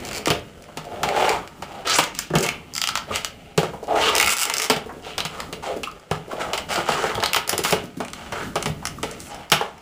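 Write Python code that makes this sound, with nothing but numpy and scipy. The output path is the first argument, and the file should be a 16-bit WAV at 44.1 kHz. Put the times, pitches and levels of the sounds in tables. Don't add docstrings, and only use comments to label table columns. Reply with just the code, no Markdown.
import sys
import numpy as np
from scipy import signal
from scipy.fft import rfft, irfft, next_fast_len
from scipy.io import wavfile
from scipy.ndimage import map_coordinates

SR = 44100
rng = np.random.default_rng(int(sys.argv[2]) if len(sys.argv) > 2 else 0)


def dump_mix(stems):
    frames = np.atleast_2d(stems).T
    limited = np.clip(frames, -1, 1)
    pcm = np.round(limited * 32767).astype(np.int16)
    wavfile.write(sys.argv[1], SR, pcm)


N = 432621
LENGTH = 8192
AGE = np.arange(LENGTH) / SR
CLOCK = np.arange(N) / SR

# (time [s], thump level [dB], hollow body level [dB],
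# crack level [dB], body pitch [Hz], thump pitch [Hz])
KNOCKS = [(0.271, -23, -20.5, -26, 600, 306), (0.303, -21.5, -18, -18, 524, 115),
          (0.772, -36, -30.5, -31.5, 875, 247), (1.032, -33.5, -19, -22.5, 980, 173),
          (1.623, -42, -29.5, -35.5, 844, 141), (1.986, -25, -13.5, -13.5, 955, 320),
          (2.303, -24.5, -30, -44, 400, 350), (2.337, -21.5, -22, -44, 424, 346),
          (2.354, -17.5, -18, -21, 563, 146), (2.370, -21, -28, -51, 394, 230),
          (3.107, -34.5, -30, -60, 500, 198), (3.577, -17.5, -13.5, -19.5, 394, 144),
          (3.631, -26.5, -21, -32.5, 690, 350), (4.699, -23, -14.5, -14, 720, 248),
          (4.763, -32.5, -28.5, -30.5, 810, 171), (5.18, -50, -26, -23, 950, 206),
          (5.251, -34, -29, -25.5, 1170, 157), (5.527, -42, -31, -31.5, 487, 178),
          (5.833, -56, -36.5, -30, 790, 275), (6.112, -23.5, -19.5, -28.5, 700, 125),
          (6.533, -40, -24, -23, 900, 370), (6.577, -51, -29, -25.5, 920, 196),
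          (6.778, -26, -20.5, -38, 680, 358), (6.888, -28.5, -16, -27, 766, 246),
          (7.04, -29, -19, -43, 820, 389), (7.178, -35, -22.5, -48, 615, 199),
          (7.226, -39, -19, -30, 990, 193), (7.362, -37, -19, -18, 1240, 315),
          (7.529, -30, -23.5, -25, 700, 365), (7.589, -27, -25, -29, 408, 385),
          (7.648, -34, -20.5, -21, 1232, 205), (7.724, -22.5, -14, -19, 560, 173),
          (8.003, -32, -23.5, -34, 666, 220), (8.323, -36, -28, -34, 860, 114),
          (8.556, -27, -19, -25.5, 610, 368), (8.658, -26.5, -24.5, -25.5, 660, 206),
          (8.697, -28, -38, -45, 620, 147), (9.03, -36, -23.5, -26, 563, 243),
          (9.518, -25.5, -14, -10, 900, 181), (9.611, -40, -19.5, -35, 820, 360)]
# (start [s], rise [s], length [s],
# level [dB], sharpness as scrape over groan [dB], panel pitch [Hz])
STROKES = [(0.0, 0.26, 0.18, -33, -1.5, 2430), (0.847, 0.074, 0.36, -36, -9, 650),
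           (1.049, 0.04, 0.13, -27.5, -10, 700), (1.143, 0.056, 0.12, -22, -3, 835),
           (1.273, 0.016, 0.068, -24, -4.5, 1020), (1.663, 0.027, 0.15, -40.5, -5.5, 805),
           (1.847, 0.01, 0.025, -30.5, -1.5, 3000), (1.868, 0.053, 0.068, -20, 19, 4150),
           (1.931, 0.032, 0.031, -22.5, 51, 9800), (2.143, 0.02, 0.091, -40.5, 37, 2900),
           (2.386, 0.042, 0.042, -29.5, -10, 390), (2.429, 0.022, 0.027, -28.5, 5, 2930),
           (3.07, 0.024, 0.082, -38.5, -6, 630), (3.118, 0.025, 0.034, -29.5, 25, 2850),
           (3.88, 0.04, 0.12, -23, -14.5, 770), (3.951, 0.037, 0.11, -27, 6.5, 1800),
           (3.996, 0.012, 0.095, -24.5, 13, 4430), (4.051, 0.019, 0.12, -29, -5, 1090),
           (4.127, 0.029, 0.19, -33, 7, 2900), (4.444, 0.02, 0.21, -34, 5.5, 2300),
           (5.031, 0.015, 0.086, -40, 8, 3030), (5.285, 0.073, 0.13, -37, 1, 1190),
           (5.624, 0.006, 0.05, -34, 2, 905), (5.662, 0.037, 0.041, -30, -25, 600),
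           (5.708, .02, 0.033, -36.5, -7, 375), (6.289, 0.023, 0.13, -37.5, -4, 650),
           (6.369, 0.032, 0.18, -33.5, -9, 760), (6.396, 0.013, 0.023, -30, 5, 1910),
           (6.685, 0.022, 0.11, -29, 3, 680), (6.857, 0.035, 0.08, -27, 6, 734),
           (6.95, 0.045, 0.077, -27, 0.5, 1400), (7.018, 0.016, 0.081, -29, 2, 1650),
           (7.1, 0.016, 0.21, -36.5, -4.5, 766), (7.473, 0.013, 0.04, -31.5, 1, 680),
           (7.673, 0.024, 0.018, -27, 5, 700), (8.16, 0.027, 0.12, -42, 4, 770),
           (8.319, 0.007, 0.12, -33.5, 1, 1580), (9.065, .02, 0.081, -42.5, 6, 563),
           (9.189, 0.018, 0.096, -43, 63, 12500), (9.267, 0.042, 0.14, -40.5, -2.5, 800)]


def amp(db):
    return 10 ** (np.asarray(db) / 20)


def unit(x):
    return x / np.sqrt(np.mean(x ** 2) + 1e-20)


def blow(x):
    return x * np.sqrt(SR / 100 / (np.sum(x ** 2) + 1e-20))


def fade(t, t60):
    return np.exp(-np.log(1000) * t / np.maximum(t60, 1e-4))


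def along(points, hz):
    f, v = np.transpose(points)
    return np.interp(np.log(hz + 1), np.log(f), v)


def bell(hz, centre, octaves):
    return np.exp(-.5 * (np.log2((hz + 1) / centre) / octaves) ** 2)


def wobble(rate):
    coarse = CLOCK[::64]
    knots = rng.standard_normal(int(N * rate / SR) + 4)
    return np.interp(CLOCK, coarse, map_coordinates(knots, [coarse * rate]))


def add(track, s, x):
    part = track[max(0, round(s * SR)):][:len(x)]
    part += x[:len(part)]


def response(gain):
    log_gain = np.log(np.maximum(gain(np.fft.rfftfreq(LENGTH, 1 / SR)), 1e-6))
    cepstrum = irfft(log_gain)
    cepstrum[1:LENGTH // 2] *= 2
    cepstrum[LENGTH // 2 + 1:] = 0
    return irfft(np.exp(rfft(cepstrum)))[:LENGTH // 2]


def through(x, impulse):
    return signal.oaconvolve(x, impulse)[:len(x)]


def plastic(colour, tint_db=lambda f: 0, between_db=-7):
    # (frequency [Hz], width [Hz], level [dB])
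    shell_modes = [(431, 61, 3), (582, 37, 1), (693, 49, 1.5), (819, 50, 2), (913, 82, -0.5),
                   (1165, 50, -3.5), (1274, 147, 1.5), (2186, 350, -0.5), (2870, 390, -2.5)]

    def gain(f):
        power = amp(between_db) ** 2
        for hz, width, db in shell_modes:
            power = power + amp(db) ** 2 / (1 + (2 * (f - hz) / width) ** 2)
        return amp(along(colour, f) + tint_db(f)) * np.sqrt(power)

    return response(gain)


def burst(noise, t60, linger_db, linger_t60):
    age = AGE[:len(noise)]
    waves = rfft(noise * (fade(age, t60) + amp(linger_db) * fade(age, linger_t60)))
    even = waves / np.sqrt(np.abs(waves) + 1e-9)
    return irfft(even)[:len(noise) // 2]


def seam(edge_hz, lift_db, bright_db, panel_hz):
    # (frequency [Hz], level [dB])
    ring_colour = [(300, -34), (700, -4), (1300, 1.5), (2200, -0.5), (3200, 2.5), (4300, 0.5),
                   (6500, -18.5)]
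    # (frequency [Hz], level [dB])
    tick_colour = [(2500, -48), (3900, -8), (4900, 5.5), (6200, 2.5), (7400, 5), (10000, -4.5),
                   (15000, -6.5)]
    edge_octaves, bright_hz, bright_octaves = 0.14, 9700, 0.13
    panel_db, panel_octaves = 2.5, 0.052

    def tint_db(f):
        edge = lift_db * bell(f, edge_hz, edge_octaves)
        return edge + bright_db * bell(np.minimum(f, bright_hz), bright_hz, bright_octaves)

    def ring_tint_db(f):
        return tint_db(f) + panel_db * bell(f, panel_hz, panel_octaves)

    ring = plastic(ring_colour, ring_tint_db)[:LENGTH // 8]
    tick = plastic(tick_colour, tint_db)[:LENGTH // 8]
    return ring, tick, rng.standard_normal((2, LENGTH // 2))


def facet(x, median_hz=2620, spread_oct=0.85, q=6.3, lift_db=5.5):
    hz = np.clip(median_hz * 2 ** (spread_oct * rng.standard_normal()), SR / 100, SR / 4)
    return x + amp(lift_db) * signal.lfilter(*signal.iirpeak(hz, q, SR), x)


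def snaps(rows, ring_gain_db=1.0, tick_gain_db=3.5, lag_s=0.0006, likeness=0.45):
    # (start [s], edge resonance [Hz], lift of that resonance [dB],
    # brightness [dB], resonance of the panel beside it [Hz])
    stretches = [(0, 4420, 2.5, 3, 2400), (1.8, 6950, 4, 6, 3070), (2.7, 4500, 5, 2, 1330),
                 (3.1, 2800, 4, 4, 1350), (4.14, 2570, 3.5, 6, 1310), (4.29, 7690, 1.5, 7, 2856),
                 (4.48, 7600, -1.5, 2, 2140), (4.69, 4760, 5, 3, 1410), (7.3, 4800, 2, 8, 1290),
                 (8.0, 9600, 6, 0.5, 3080), (9.45, 5500, 5, 6.5, 2200)]
    seams = [seam(*row[1:]) for row in stretches]
    starts = [row[0] for row in stretches[1:]]
    out = np.zeros(N)
    for s, ring_db, tick_db in rows:
        ring, tick, pattern = seams[np.searchsorted(starts, s)]
        fresh = rng.standard_normal(pattern.shape)
        waves = np.sqrt(likeness) * pattern + np.sqrt(1 - likeness) * fresh
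        release = burst(waves[0], .008, -26, .04)
        flexing = burst(waves[1], .014, -18, .05)
        add(out, s, amp(tick_db + tick_gain_db) * blow(through(release, tick)))
        add(out, s + lag_s, amp(ring_db + ring_gain_db) * blow(through(facet(flexing), ring)))
    return out


def slips(jitter=0.044, ring_db=-3, spread_db=2):
    # (start [s], end [s],
    # first rate [1/s], last rate [1/s], first level [dB], last level [dB])
    creaks = [(0.06, 0.092, 100, 129, -45, -40), (0.121, 0.182, 101, 175, -39.5, -37),
              (2.427, 2.452, 400, 280, -31, -41), (4.303, 4.34, 250, 270, -29, -28.5),
              (4.374, 4.427, 101, 320, -31, -27.5), (4.625, 4.664, 180, 140, -30, -34),
              (6.691, 6.745, 210, 176, -45, -34), (7.636, 7.722, 270, 480, -33.5, -44)]
    rows = []
    for start, end, rate0, rate1, db0, db1 in creaks:
        s = start
        for late, size in rng.standard_normal((64, 2)):
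            if s > end:
                break
            u = (s - start) / max(end - start, 1e-3)
            db = db0 + u * (db1 - db0) + spread_db * size
            rows.append((s, db + ring_db, db))
            s += np.exp(jitter * late) / (rate0 + u * (rate1 - rate0))
    return rows


def jolts(ring_db=-8.5, tick_db=-8):
    return [(s, crack_db + ring_db, crack_db + tick_db) for s, _, _, crack_db, _, _ in KNOCKS]


def crinkles(count=3, ring_db=-11, tick_db=-22, spread_db=0.5, brightens=0.13):
    rows = []
    for start, _, length, db, sharp_db, _ in STROKES:
        soft_db = brightens * min(sharp_db, 0)
        moments = start + length * np.sqrt(rng.random(count))
        for s, size in zip(moments, spread_db * rng.standard_normal(count)):
            rows.append((s, db + size + ring_db + soft_db, db + size + tick_db + 2 * soft_db))
    return rows


def settling(count=45, level_db=-53):
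    rows = []
    for when, ring, tick in rng.random((count, 3)):
        rows.append((when * N / SR, level_db + 10 * (ring - .5), level_db + 10 * (tick - .5)))
    return rows


def knocks(focus_db=11, octaves=0.88, thump_t60=0.044, cut_hz=85, buckle_s=0.0054):
    # (frequency [Hz], level against the thump [dB], t60 [s])
    table_modes = [(95.6, -11, 0.057), (155.3, -13, 0.15)]
    # (frequency [Hz], level [dB])
    hollow_colour = [(170, -15.5), (340, 6.5), (700, 2.5), (1300, 3), (1700, 4), (3000, -28.5)]
    # (frequency [Hz], level [dB])
    crack_colour = [(700, -23.5), (1400, -14.5), (3000, -3.5), (4200, -7.5), (7500, -14.5), (15000, -19)]
    out, crack = np.zeros(N), plastic(crack_colour)
    hollow = np.abs(rfft(plastic(hollow_colour), LENGTH))
    f = np.fft.rfftfreq(LENGTH, 1 / SR)
    low_cut = signal.butter(2, cut_hz, 'high', fs=SR)
    for s, thump_db, body_db, crack_db, body_hz, thump_hz in KNOCKS:
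        panel = amp(focus_db * bell(f, body_hz, octaves))
        flexing = burst(rng.standard_normal(LENGTH), 0.07, -27.0, 0.24)
        body = through(flexing, response(lambda hz: hollow * panel))
        thump = np.zeros(LENGTH)
        for hz, db, t60 in [(thump_hz, 0, thump_t60)] + list(table_modes):
            level = amp(db + 2 * rng.standard_normal())
            thump += level * np.sin(2 * np.pi * hz * AGE) * fade(AGE, t60)
        soft_onset = (1 - fade(AGE, 0.016)) ** 2
        thump = signal.lfilter(*low_cut, thump * soft_onset)
        buckling = burst(rng.standard_normal(LENGTH) * (1 - fade(AGE, buckle_s)), 0.046, 2, 0.11)
        add(out, s, amp(thump_db) * blow(thump))
        add(out, s, amp(body_db) * blow(body))
        add(out, s, amp(crack_db) * blow(through(buckling, crack)))
    return out


def pings(t60=0.038, rise_t60=0.01, octaves=0.18, floor_db=-32.5):
    # (time [s], pitch [Hz], level [dB])
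    flips = [(2.336, 1590, -30), (2.371, 1480, -29), (3.109, 1170, -28), (4.091, 1150, -20),
             (5.835, 2700, -28.5), (5.872, 1210, -28), (6.313, 1200, -30), (8.983, 1140, -35.5)]
    out = np.zeros(N)
    for s, hz, db in flips:
        shudder = rng.standard_normal(LENGTH) * fade(AGE, t60) * (1 - fade(AGE, rise_t60))
        resonance = response(lambda f: bell(f, hz, octaves) + amp(floor_db))
        add(out, s, amp(db) * blow(through(shudder, resonance)))
    return out


def taps(t60=0.1, octaves=0.59, floor_db=-32):
    # (time [s], pitch [Hz], level [dB])
    contacts = [(0.573, 446, -44), (0.684, 706, -40), (2.943, 130, -40), (3.734, 720, -31),
                (3.828, 490, -30), (3.933, 694, -28), (4.86, 408, -33.5), (4.893, 980, -33.5),
                (4.923, 414, -37), (4.967, 440, -38.5), (5.062, 610, -33), (5.488, 450, -39),
                (5.765, 315, -30), (6.278, 416, -34), (6.328, 450, -28), (7.147, 110, -29),
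                (7.837, 210, -31.5), (7.97, 199, -30), (8.678, 90, -30), (8.827, 830, -34.5)]
    out = np.zeros(N)
    for s, hz, db in contacts:
        push = burst(rng.standard_normal(LENGTH), t60, -18, 2 * t60)
        resonance = response(lambda f: bell(f, hz, octaves) + amp(floor_db))
        add(out, s, amp(db) * blow(through(push, resonance)))
    return out


def scuffs(level_db=-19.5, rise_s=0.048, length_s=0.028, sharp_db=8):
    return [(s, rise_s, length_s, body_db + level_db, sharp_db, hz) for s, _, body_db, _, hz, _ in KNOCKS]


def sliding(strokes, swell_db=7.5, release_db_per_s=205, hiss_db=-8, hiss_grows=0.28):
    # groan, scrape and hiss levels [dB]
    resting_db = [-54.5, -55, -62]
    coarse = CLOCK[::64]
    start, rise, length, db, sharp_db, hz = np.transpose(strokes)[:, :, None]
    t = coarse - start
    swell = swell_db * np.clip(1 - t / np.maximum(rise, 1e-3), 0, 1)
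    release = release_db_per_s * np.maximum(t - length, 0)
    power = (t >= 0) * amp(db - swell - release) ** 2 + 1e-14
    shares = amp([np.zeros_like(sharp_db), sharp_db, sharp_db * (1 + hiss_grows) + hiss_db]) ** 2
    layers = shares / shares.sum(axis=0) * power
    gains = np.sqrt(layers.sum(axis=1) + amp(resting_db)[:, None] ** 2)
    pitches = np.exp((layers * np.log(hz)).sum(axis=1) / layers.sum(axis=1))
    return [np.interp(CLOCK, coarse, c) for c in (*gains, *pitches)]


def friction(colour, rate, spread_db, smooth):
    sizes = amp(spread_db * np.clip(rng.standard_normal(N), -2, 2))
    catches = (rng.random(N) < rate / SR) * rng.choice([-1, 1], N) * sizes
    contact = unit(catches) + smooth * rng.standard_normal(N)
    return unit(through(contact, plastic(colour)))


def pinched(x, pitch, focus_db, octaves):
    hz, t, z = signal.stft(x, SR, nperseg=512)
    gain = amp(focus_db * bell(hz[:, None], np.interp(t, CLOCK, pitch), octaves))
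    power = np.mean(np.abs(z) ** 2, axis=1)
    kept = power @ gain ** 2 / power.sum()
    return signal.istft(z * gain / np.sqrt(kept), SR, nperseg=512)[1][:N]


def rubbing(grip_db=1.0, grip_rate=55):
    # (frequency [Hz], level [dB])
    groan_colour = [(120, -28), (330, 1.5), (560, -0.5), (800, -4), (1300, -13), (1700, -17), (3000, -52)]
    # (frequency [Hz], level [dB])
    scrape_colour = [(800, -8), (1450, 4), (2200, -2), (3200, 0.5), (4600, -7), (6000, -17)]
    # (frequency [Hz], level [dB])
    hiss_colour = [(2800, -4.5), (4300, 5), (7400, 7), (10000, 0), (12000, -5), (15000, -5)]
    groan, scrape, hiss, skin_hz, card_hz, edge_hz = sliding(list(STROKES) + scuffs())
    skin = pinched(friction(groan_colour, 800, 3, .6), skin_hz, focus_db=11, octaves=.36)
    card = pinched(friction(scrape_colour, 380, 3.5, .65), card_hz, focus_db=7, octaves=.28)
    edges = pinched(friction(hiss_colour, 1500, 3, 1.0), edge_hz, focus_db=11, octaves=.45)
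    grip = amp(grip_db * wobble(grip_rate))
    return grip * (groan * skin + scrape * card + hiss * edges)


def rumble(gain_db=1, lumps_db=2.5, lump_rate=15):
    # (time [s], level [dB])
    murmur = [(0, -38), (.35, -46), (.66, -50.5), (1.1, -41.5), (1.7, -47.5), (2.5, -49.5), (3.15, -44),
              (3.45, -51), (3.7, -45), (4.25, -44.5), (4.5, -57), (4.8, -48), (5.75, -43.5), (6.05, -55.5),
              (6.35, -44), (7.2, -44.5), (7.9, -47.5), (8.7, -41), (9.15, -43), (9.8, -56)]
    # (frequency [Hz], level [dB])
    wood_colour = [(20, 0), (38, -5.5), (70, 0), (120, -4.5), (155, 1), (240, -1), (400, -9.5), (800, -28)]
    noise = through(rng.standard_normal(N), response(lambda f: amp(along(wood_colour, f))))
    lumpy = unit(noise * amp(lumps_db * wobble(lump_rate)))
    s, db = np.transpose(murmur)
    return amp(gain_db + np.interp(CLOCK, s, db)) * lumpy


def room(x, count=25, build_t60=0.00022, delay_s=.003):
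    # (frequency [Hz], t60 [s])
    decay = [(150, 0.41), (800, 0.32), (3000, 0.3), (7000, 0.17), (14000, 0.18)]
    out, step = np.zeros(N), N / count / SR
    for k in range(count + 1):
        hz, t, z = signal.stft(rng.standard_normal(SR // 2), SR, nperseg=256)
        tail = signal.istft(z * fade(t, along(decay, hz)[:, None]), SR, nperseg=256)[1]
        tail *= 1 - fade(np.arange(len(tail)) / SR, build_t60)
        a, b = max(0, round((k - 1) * step * SR)), round((k + 1) * step * SR)
        part = x[a:b] * np.cos(np.pi / 2 * (CLOCK[a:b] / step - k))
        add(out, a / SR + delay_s, signal.fftconvolve(part, tail / np.linalg.norm(tail)))
    return out


def scene(snap_room_db=-5.5, knock_room_db=-6.5, rub_room_db=-5, rub_direct_db=1.0, air_db=-71):
    # (time [s], ring level [dB], tick level [dB])
    seam_slips = [(0.051, -55, -37), (0.1122, -37, -39), (0.2579, -26, -27.5), (0.2801, -22.5, -30),
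                  (0.623, -65, -51), (1.0887, -27.5, -37), (1.262, -41, -49), (1.2927, -25, -28),
                  (1.4755, -43, -47), (1.872, -29, -35), (1.8982, -29, -28), (2.0069, -37, -42),
                  (2.0387, -27, -31), (2.1501, -39, -38.5), (2.1894, -29.5, -23), (2.3852, -49, -26),
                  (2.4076, -55, -30), (2.4638, -29, -31), (2.4883, -22, -30.5), (2.7378, -52, -36),
                  (2.752, -38, -30), (2.764, -34, -30), (2.7797, -29.5, -27), (2.816, -24, -24.5),
                  (2.8388, -22, -27.5), (2.8732, -25, -27.5), (2.8885, -23, -29), (2.9543, -21.5, -29),
                  (2.974, -26.5, -30), (3.1587, -25, -26.5), (3.170, -36, -39), (3.2467, -26, -27.5),
                  (4.1522, -27, -21), (4.1637, -24, -24), (4.1816, -21.5, -20.5), (4.1995, -15, -22),
                  (4.2114, -22, -22), (4.2272, -18, -23), (4.2447, -28, -29), (4.2617, -26.5, -25),
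                  (4.2731, -21.5, -28), (4.279, -23.5, -25), (4.2933, -23, -25), (4.3677, -33, -28),
                  (4.4323, -25, -23), (4.4395, -33, -28), (4.4538, -30, -26), (4.4988, -23.5, -26.5),
                  (4.5387, -27, -23), (4.5678, -32, -27), (4.5825, -33, -23.5), (4.5987, -25, -28),
                  (4.6192, -28, -26), (5.2039, -24, -35), (5.4025, -30, -36), (6.7588, -27, -33),
                  (6.902, -32, -36), (6.9197, -28, -36), (7.039, -37, -38), (7.153, -30, -40),
                  (7.202, -32, -41), (7.2366, -20, -28.5), (7.2591, -21.5, -27.5), (7.3329, -21, -23.5),
                  (7.3449, -18.5, -29), (7.4769, -36, -30.5), (7.494, -25.5, -18), (7.5794, -29, -22.5),
                  (7.6384, -31, -29), (7.7091, -40, -25), (8.0494, -38, -43), (8.0825, -41, -46),
                  (8.1332, -34, -37.5), (8.626, -30.5, -31), (8.8537, -27.5, -29), (8.8709, -31, -31),
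                  (9.1127, -49, -39.5), (9.2034, -58, -38), (9.346, -55, -44), (9.5005, -39, -38),
                  (9.5185, -38, -23)]
    clicks = snaps(list(seam_slips) + jolts() + crinkles() + settling() + slips())
    bumps = knocks() + taps() + pings()
    rub = rubbing()
    walls = room(amp(snap_room_db) * clicks + amp(knock_room_db) * bumps + amp(rub_room_db) * rub)
    air = amp(air_db) * rng.standard_normal(N)
    return (clicks + bumps + amp(rub_direct_db) * rub + walls + rumble() + air)[None]


def record(dry, ceiling=0.52, hardness=6, top_hz=15900):
    # (frequency [Hz], level [dB])
    mic_colour = [(20, -9.5), (38, 3.5), (8400, -1), (8900, -7), (9400, -1.5), (10800, -2.5), (11500, -11),
                  (12500, -15), (13300, -1), (14800, -5), (15250, -2), (15500, -31)]
    x = through(dry[0], response(lambda f: amp(along(mic_colour, f))))
    x = x / (1 + np.abs(x / ceiling) ** hardness) ** (1 / hardness)
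    size = next_fast_len(N + LENGTH)
    in_band = np.fft.rfftfreq(size, 1 / SR) < top_hz
    return irfft(rfft(x, size) * in_band, size)[None, :N]


dry = scene()
out = record(dry)
dump_mix(out)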